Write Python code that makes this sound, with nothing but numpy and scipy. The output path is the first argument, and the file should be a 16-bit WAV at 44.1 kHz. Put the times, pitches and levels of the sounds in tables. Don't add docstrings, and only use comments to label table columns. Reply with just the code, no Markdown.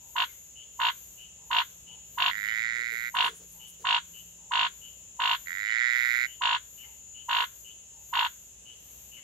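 import sys
import numpy as np
from scipy import signal
from scipy.fft import rfft, irfft, next_fast_len
from scipy.io import wavfile

SR = 44100
rng = np.random.default_rng(int(sys.argv[2]) if len(sys.argv) > 2 else 0)


def wav_out(sig):
    wavfile.write(sys.argv[1], SR, np.round(np.clip(np.atleast_2d(sig).T, -1, 1) * 32767).astype(np.int16))


N = 407043
TIME = np.arange(N) / SR

# frequency in Hz, relative level in dB.
NIGHT_SPECTRUM = [(15, -41), (25, -26.5), (54, 3), (179, -5), (269, -11.5), (295, -13.5), (485, -10.5),
                  (746, -15.5), (895, -18.5), (1380, -22.5), (2420, -20.5), (2650, -10.5), (4270, -21),
                  (5000, -27.5), (5600, -12.5), (7280, -74.5), (12300, -120)]
# time in seconds, wing strokes per second.
CRICKET_PACE = [(0, 157.3), (1.2, 156.5), (2.6, 156), (3.6, 156.4), (4.4, 158.4), (5.4, 159.3),
                (6.4, 158.7), (7.6, 157.2), (9.2, 156)]
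# frequency in Hz, relative level in dB.
CRICKET_SPECTRUM = [(3290, -57), (5600, -34), (5760, -13.5), (6450, 6), (6620, 2), (6860, 4), (7150, 2.5),
                    (7640, 3.5), (8190, -22.5), (8400, -43.5), (10900, -50), (18500, -120)]
# start in seconds, length in seconds, level in dB before the mix.
KATYDID_SWELLS = [(-.03, 0.59, -45.5), (0.693, 0.62, -46), (1.42, 0.46, -46), (2.022, 0.67, -46),
                  (2.805, 0.5, -44.5), (3.39, 0.44, -46), (3.994, 0.41, -46), (4.606, 0.5, -50),
                  (5.153, 0.59, -46), (5.83, 0.63, -46), (6.571, 0.49, -47), (7.202, .58, -46.5),
                  (7.944, 0.62, -47), (8.747, 0.52, -47)]
# frequency in Hz, relative level in dB.
KATYDID_SPECTRUM = [(8000, -19.5), (9500, -26.5), (10700, -13.5), (11500, -2.5), (12600, 3.5), (13900, -2),
                    (14700, -18.5), (15600, -28.5)]
CHIRP_STARTS = [0.549, 1.17, 1.863, 2.448, 3.59, 4.129, 4.808, 5.649, 6.259, 6.769, 7.139, 7.639, 8.649,
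                9.11]
SQUEAK_STARTS = [.28, 6.825, 9.165]
FAR_CROAK_STARTS = [0, 1.37, 1.87, 3.52, 4.37, 6.82, 7.92]
# start in seconds, pulses per second, pulse count,
# snap level in dB at full effort, before the foliage.
CROAK_RUNS = [(0.1631, 51.5, 5, -4), (.7992, 58, 7, -7.5), (1.5119, 55, 7, -6.5), (2.1829, 50.8, 7, -5.5),
              (3.1492, 52.5, 8, -5.5), (3.8511, 52.9, 8, -4), (4.5174, 52.9, 9, -5.5),
              (5.1999, 52.9, 9, -6), (6.418, 53.8, 9, -6.5), (7.2928, 53.4, 9, -6.5), (8.1352, 53, 8, -7)]
# delay in seconds, gain of the lows, gain of the highs.
LEFT_PATHS = [(0, 0.76, .14), (.0014, 0.22, 0.66), (.0028, -0.12, 0.12), (.0074, 0.26, .3),
              (.0085, .08, .16), (0.015, 0.06, .1)]
RIGHT_PATHS = [(0, 0.64, 0.4), (.0011, .1, .44), (.0061, .08, .26), (.0074, .12, .16), (0.013, .06, .1)]
# frequency in Hz, gain in dB.
FOLIAGE_COLOUR = [(300, -2), (600, -10), (730, 23), (850, -1.5), (1000, 2), (1200, -4.5), (1400, 0),
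                  (1700, -0.5), (2200, 3), (2900, -2.5), (3400, -2), (4200, -10.5), (5200, -18.5),
                  (8000, -19)]
# start in seconds, length in seconds, first pulses per second, full pulses per second,
# time to the crest in seconds, crest level in dB before a 4 dB lift, sag after the crest in dB,
# growth of the sac resonance in dB, throat tuning at the start as a factor.
TRILL_CALLS = [(2.299, .805, 99, 117.5, 0.24, -30.5, 4, 6.5, 0.93),
               (5.458, 0.812, 89, 121, 0.41, -26.5, 1.5, 6, 0.93)]
# frequency in Hz before tuning,
# rise and decay constant in seconds, relative level in dB.
THROAT_MODES = [(2099, 0.00056, 7), (2650, 0.00054, -54), (3900, 0.00036, -12), (5720, 0.00013, -16)]
# start in seconds, length in seconds, level in dB.
LEAF_RUSTLES = [(3.134, .043, -58), (3.216, 0.093, -56), (3.335, .077, -57.5), (3.51, 0.033, -58),
                (3.666, 0.059, -55)]
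LEAF_BUMPS = [(2.72, 0.14, -60), (2.91, 0.054, -56), (3.189, 0.18, -54), (3.391, 0.076, -60.5),
              (3.786, .065, -58.5), (7.388, .066, -56)]

NIGHT_DB = -61
DRONE_HZ, DRONE_DB = 173.6, -66
DRONE_START_S, DRONE_LENGTH_S, DRONE_ATTACK_S, DRONE_RELEASE_S = -0.31, 5.74, 2.7, 1
WING_CYCLES = 44
SWELL_ATTACK_S, SWELL_RELEASE_S = 0.17, 0.25
CROAK_HZ, TONE_DB, SWELL_S = 989, -17.5, 0.0072
RISE_PULSES, FALL_PULSES = 2.54, 2.52
TONE_POWER, SNAP_POWER = 0.39, 1.15
HUDDLE_S = 0.002288
TRILL_ATTACK_S, TRILL_RELEASE_S = 0.013, 0.022
TRILL_SOFT_DB, TRILL_SAG_S = -36, 0.5
SPEED_UP_S = 0.21
TIGHTEN_PER_S = 0.058
STRAY = 0.037
SAC_EMPTY_DB = -14
RUSTLE_HZ, BUMP_HZ = 10060, 441
TOP_HZ = 15600


def undb(db):
    return 10 ** (np.asarray(db) / 20)


def unit(x):
    return x / np.sqrt(np.mean(x ** 2) + 1e-18)


def pan(left_db):
    return undb(np.array([[left_db], [-left_db]]) / 2)


def curve(rows, at, axis=1):
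    rows = np.array(rows)
    return np.interp(at, rows[:, 0], rows[:, axis])


def walk(rate):
    knots = rng.standard_normal(int(N / SR * rate) + 2)
    return np.interp(TIME * rate, np.arange(len(knots)), knots)


def envelope(age, length, attack, release):
    return np.clip(np.minimum(age / attack, (length - age) / release), 0, 1)


def ease(share):
    return np.sin(np.pi / 2 * np.clip(share, 0, 1)) ** 2


def colour(x, points):
    hz, db = np.transpose(points)
    size = next_fast_len(x.shape[-1] + 2048)
    f = np.maximum(np.arange(size // 2 + 1) * SR / size, 1)
    gain = undb(np.interp(np.log(f), np.log(hz), db))
    return irfft(rfft(x, size) * gain, size)[..., :x.shape[-1]]


def add(out, start, sound):
    i = int(round(start * SR))
    sound = sound[..., max(-i, 0):max(N - max(i, -N), 0)]
    out[..., max(i, 0):max(i, 0) + sound.shape[-1]] += sound


def scatter(x, t60):
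    t = np.arange(SR) / SR
    tail = rng.standard_normal((2, SR)) * undb(-60 * t / t60)
    tail /= np.sqrt(np.sum(tail ** 2, axis=1, keepdims=True))
    return signal.fftconvolve(np.atleast_2d(x), tail, axes=1)[:, :N]


def echoes(x, paths, axis=1):
    return sum(path[axis] * np.interp(TIME - path[0], TIME, x, left=0) for path in paths)


def night():
    mid, side = rng.standard_normal((2, N))
    side = colour(side, [(100, -12.5), (500, -4.5), (2000, 1.5)])
    air = unit(colour(np.array([mid + side, mid - side]), NIGHT_SPECTRUM))
    air = air * undb(NIGHT_DB + 0.6 * walk(2.01))
    hum_phase = 2 * np.pi * np.cumsum(59.3 + 0.83 * walk(5.5)) / SR
    hum = undb(-67.0 + 1.2 * walk(3.3)) * np.sin(hum_phase)
    motor = envelope(TIME - DRONE_START_S, DRONE_LENGTH_S, DRONE_ATTACK_S, DRONE_RELEASE_S)
    drone_phase = 2 * np.pi * np.cumsum(DRONE_HZ + 0.566 * walk(1.94)) / SR
    drone = motor * undb(DRONE_DB + 1.5 * walk(4.88)) * np.sin(drone_phase)
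    return air + hum + drone


def cricket(rate, t60, stroke_s):
    phase = np.cumsum(rate) / SR
    from_stroke = (phase % 1 - .5) / rate
    wing = np.cos(2 * np.pi * WING_CYCLES * rate * from_stroke)
    strokes = np.exp(-(from_stroke / stroke_s) ** 2) * wing
    return unit(colour(scatter(strokes * undb(walk(60)), t60), CRICKET_SPECTRUM))


def crickets():
    rate = curve(CRICKET_PACE, TIME) + 0.0305 * walk(7.2)
    near = cricket(rate, t60=0.054, stroke_s=0.00069)
    song_phase = 2 * np.pi * WING_CYCLES * np.cumsum(rate) / SR
    song = undb(-57.5 + 3.5 * walk(3.5)) * np.sqrt(2) * np.sin(song_phase)
    others = cricket(153.5 + .5 * walk(0.98), t60=0.17, stroke_s=.00012)
    others = others + cricket(161 + 0.66 * walk(0.59), t60=0.12, stroke_s=0.00015)
    chorus = unit(colour(rng.standard_normal((2, N)), CRICKET_SPECTRUM)) * undb(1.5 * walk(8.1))
    close = pan(5.4) * (undb(-55.5) * near + song)
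    distant = pan(0.8) * (undb(-59) * others + undb(-58.5) * chorus)
    return close + distant


def katydid():
    effort = sum(undb(db) * envelope(TIME - start, length, SWELL_ATTACK_S, SWELL_RELEASE_S)
                 for start, length, db in KATYDID_SWELLS)
    rasp = rng.standard_normal((2, N)) * undb(1.0 * walk(300) + 1.3 * walk(21))
    swells = undb(-8.5) * effort * unit(colour(rasp, KATYDID_SPECTRUM))
    far_band = [(5000, -24), (8500, -6.5), (10500, 2.5), (13000, -2), (15500, -12.5)]
    far = unit(colour(rng.standard_normal((2, N)), far_band))
    return pan(10.5) * swells + pan(4.8) * undb(-66) * far


def far_calls(starts, db, length_s, from_hz, to_hz, rate, sharp, rough, t60):
    out, t = np.zeros(N), np.arange(int(length_s * SR)) / SR
    for start in starts:
        jitter = 0.0095 * rng.standard_normal() + rough * rng.standard_normal(len(t))
        pitch = np.geomspace(from_hz, to_hz, len(t)) * (1 + jitter)
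        pulses = np.exp(sharp * np.cos(2 * np.pi * rate * t))
        arch = np.sqrt(np.abs(np.sin(np.pi * t / length_s)))
        call = arch * pulses * np.sin(2 * np.pi * np.cumsum(pitch) / SR)
        add(out, start, undb(db) * unit(call))
    return undb(-5) * out + scatter(out, t60=.04) + undb(-1.5) * scatter(out, t60)


def far_frogs():
    chirps = far_calls(CHIRP_STARTS, db=-58, length_s=.1, from_hz=2830, to_hz=3070,
                       rate=120, sharp=3.2, rough=.17, t60=0.8)
    squeaks = far_calls(SQUEAK_STARTS, db=-61.5, length_s=0.037, from_hz=2400, to_hz=1966,
                        rate=170, sharp=0.44, rough=0.45, t60=0.62)
    croaks = far_calls(FAR_CROAK_STARTS, db=-68.5, length_s=0.11, from_hz=920, to_hz=858,
                       rate=88, sharp=1.2, rough=.25, t60=.4)
    return pan(7) * (chirps + squeaks) + croaks


def croak_pulse(t, hz, swell_s, tone_db, snap_db, bend_hz=750, bend_s=.0009, snap_hz=3900, snap_s=0.00017):
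    before, age = np.minimum(t, 0), np.maximum(t, 0)
    pitch = hz + bend_hz * np.exp(before / bend_s)
    phase = 2 * np.pi * np.cumsum(pitch) / SR
    phase -= np.interp(0, t, phase)
    swell = np.exp(-(np.abs(before) / swell_s) ** 3) * np.exp(-age / 0.00053)
    tone = swell * (np.sin(phase) + undb(-24) * np.sin(2 * phase) + undb(-19) * np.sin(3 * phase))
    snap_wave = np.sin(2 * np.pi * snap_hz * age * (1 - age / 0.0062))
    snap = age / snap_s * np.exp(1 - age / snap_s) * snap_wave
    return undb(tone_db) * tone + undb(snap_db) * snap


def croaking_frog():
    voice = np.zeros(N)
    t = np.arange(-SR // 70, SR // 200) / SR
    for start, rate, count, snap_db in CROAK_RUNS:
        count = int(round(count))
        for k, chance in enumerate(rng.standard_normal((count, 4))):
            effort_db = 20 * np.log10(envelope(k + 1, count + 1, RISE_PULSES, FALL_PULSES))
            pulse = croak_pulse(t, CROAK_HZ * (1 + 0.021 * chance[0]), SWELL_S,
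                                TONE_DB + TONE_POWER * effort_db + 0.28 * chance[1],
                                snap_db + SNAP_POWER * effort_db + 1.9 * chance[2])
            huddle = HUDDLE_S * ((k == 0) - (k == count - 1))
            add(voice, start + t[0] + k / rate + huddle + .00008 * chance[3], pulse)
    voice = colour(voice, FOLIAGE_COLOUR)
    highs = colour(voice, [(1200, -30), (1800, -9.5), (2400, -0.5)])
    lows = voice - highs
    near = np.array([echoes(lows, paths) + echoes(highs, paths, axis=2)
                     for paths in (LEFT_PATHS, RIGHT_PATHS)])
    bright = colour(voice, [(900, -14), (1400, 1.5), (2800, 6)])
    return near + undb(-5) * scatter(bright, t60=0.085) + undb(-24) * scatter(bright, t60=0.39)


def ring(hz, rise_s):
    t = np.arange(SR // 100) / SR
    return (t / rise_s) ** 2 * np.exp(-t / rise_s) * np.sin(2 * np.pi * hz * t)


def trilling_frog(sac_hz=1560, sac_rise_s=0.00071, lag_s=0.00022):
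    voice = np.zeros(N)
    for (start, length, first_rate, full_rate, crest_s, crest_db,
         sag_db, fill_db, throat_tuning) in TRILL_CALLS:
        age = .002
        while age < length:
            size, gap, slack = rng.standard_normal(3)
            slow = np.exp(-(age / SPEED_UP_S) ** 2)
            swell_db = (crest_db - TRILL_SOFT_DB) * ease(age / crest_s)
            db = TRILL_SOFT_DB + swell_db - sag_db * ease((age - crest_s) / TRILL_SAG_S)
            sac_db = SAC_EMPTY_DB + fill_db * ease((age - crest_s) / (length - crest_s))
            tuning = (throat_tuning + TIGHTEN_PER_S * age) * (1 + 0.017 * slack)
            stray = rng.standard_normal(len(THROAT_MODES))
            throat = sum(undb(mode_db) * ring(hz * tuning * (1 + STRAY * (hz / 4000) ** 2 * own), rise)
                         for (hz, rise, mode_db), own in zip(THROAT_MODES, stray))
            pulse = unit(throat - undb(sac_db) * ring(sac_hz * tuning, sac_rise_s))
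            strength = undb(db + 4 + (.7 + 1.1 * slow) * size)
            strength = strength * envelope(age, length, TRILL_ATTACK_S, TRILL_RELEASE_S)
            add(voice, start + age, strength * pulse)
            rate = full_rate + (first_rate - full_rate) * slow
            age += (1 + (0.022 + 0.029 * slow) * gap) / rate
    left = colour(echoes(voice, [(lag_s, 1), (.0031, .3)]),
                  [(700, -17), (1300, -7), (2300, -18.5), (4400, 0.5)])
    right = echoes(voice, [(0, 0.9), (.0021, 0.18)])
    leaves = undb(-21) * scatter(voice, t60=.05)
    return np.array([left, right]) + leaves + undb(-20.5) * scatter(voice, t60=0.22)


def brushes(events, hz):
    out = np.zeros((2, N))
    band = [(hz / 4, -30), (hz * 0.97, -5), (hz, 0), (hz * 1.05, -5), (hz * 2, -24)]
    for start, length, db in events:
        size = int(length * SR)
        grains = rng.standard_normal((3, size)) * undb(2 * rng.exponential(size=size))
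        grains = grains * np.sqrt(np.hanning(size))
        both = grains[:2] / 2 + grains[2]
        add(out, start, undb(db) * unit(colour(both, band)))
    return out


def rustles():
    return brushes(LEAF_RUSTLES, RUSTLE_HZ) + brushes(LEAF_BUMPS, BUMP_HZ)


def scene():
    insects = crickets() + katydid()
    frogs = far_frogs() + croaking_frog() + trilling_frog()
    return night() + insects + frogs + rustles()


def record(dry):
    return signal.sosfilt(signal.ellip(10, .2, 80, TOP_HZ, fs=SR, output="sos"), dry)


dry = scene()
out = record(dry)
wav_out(out)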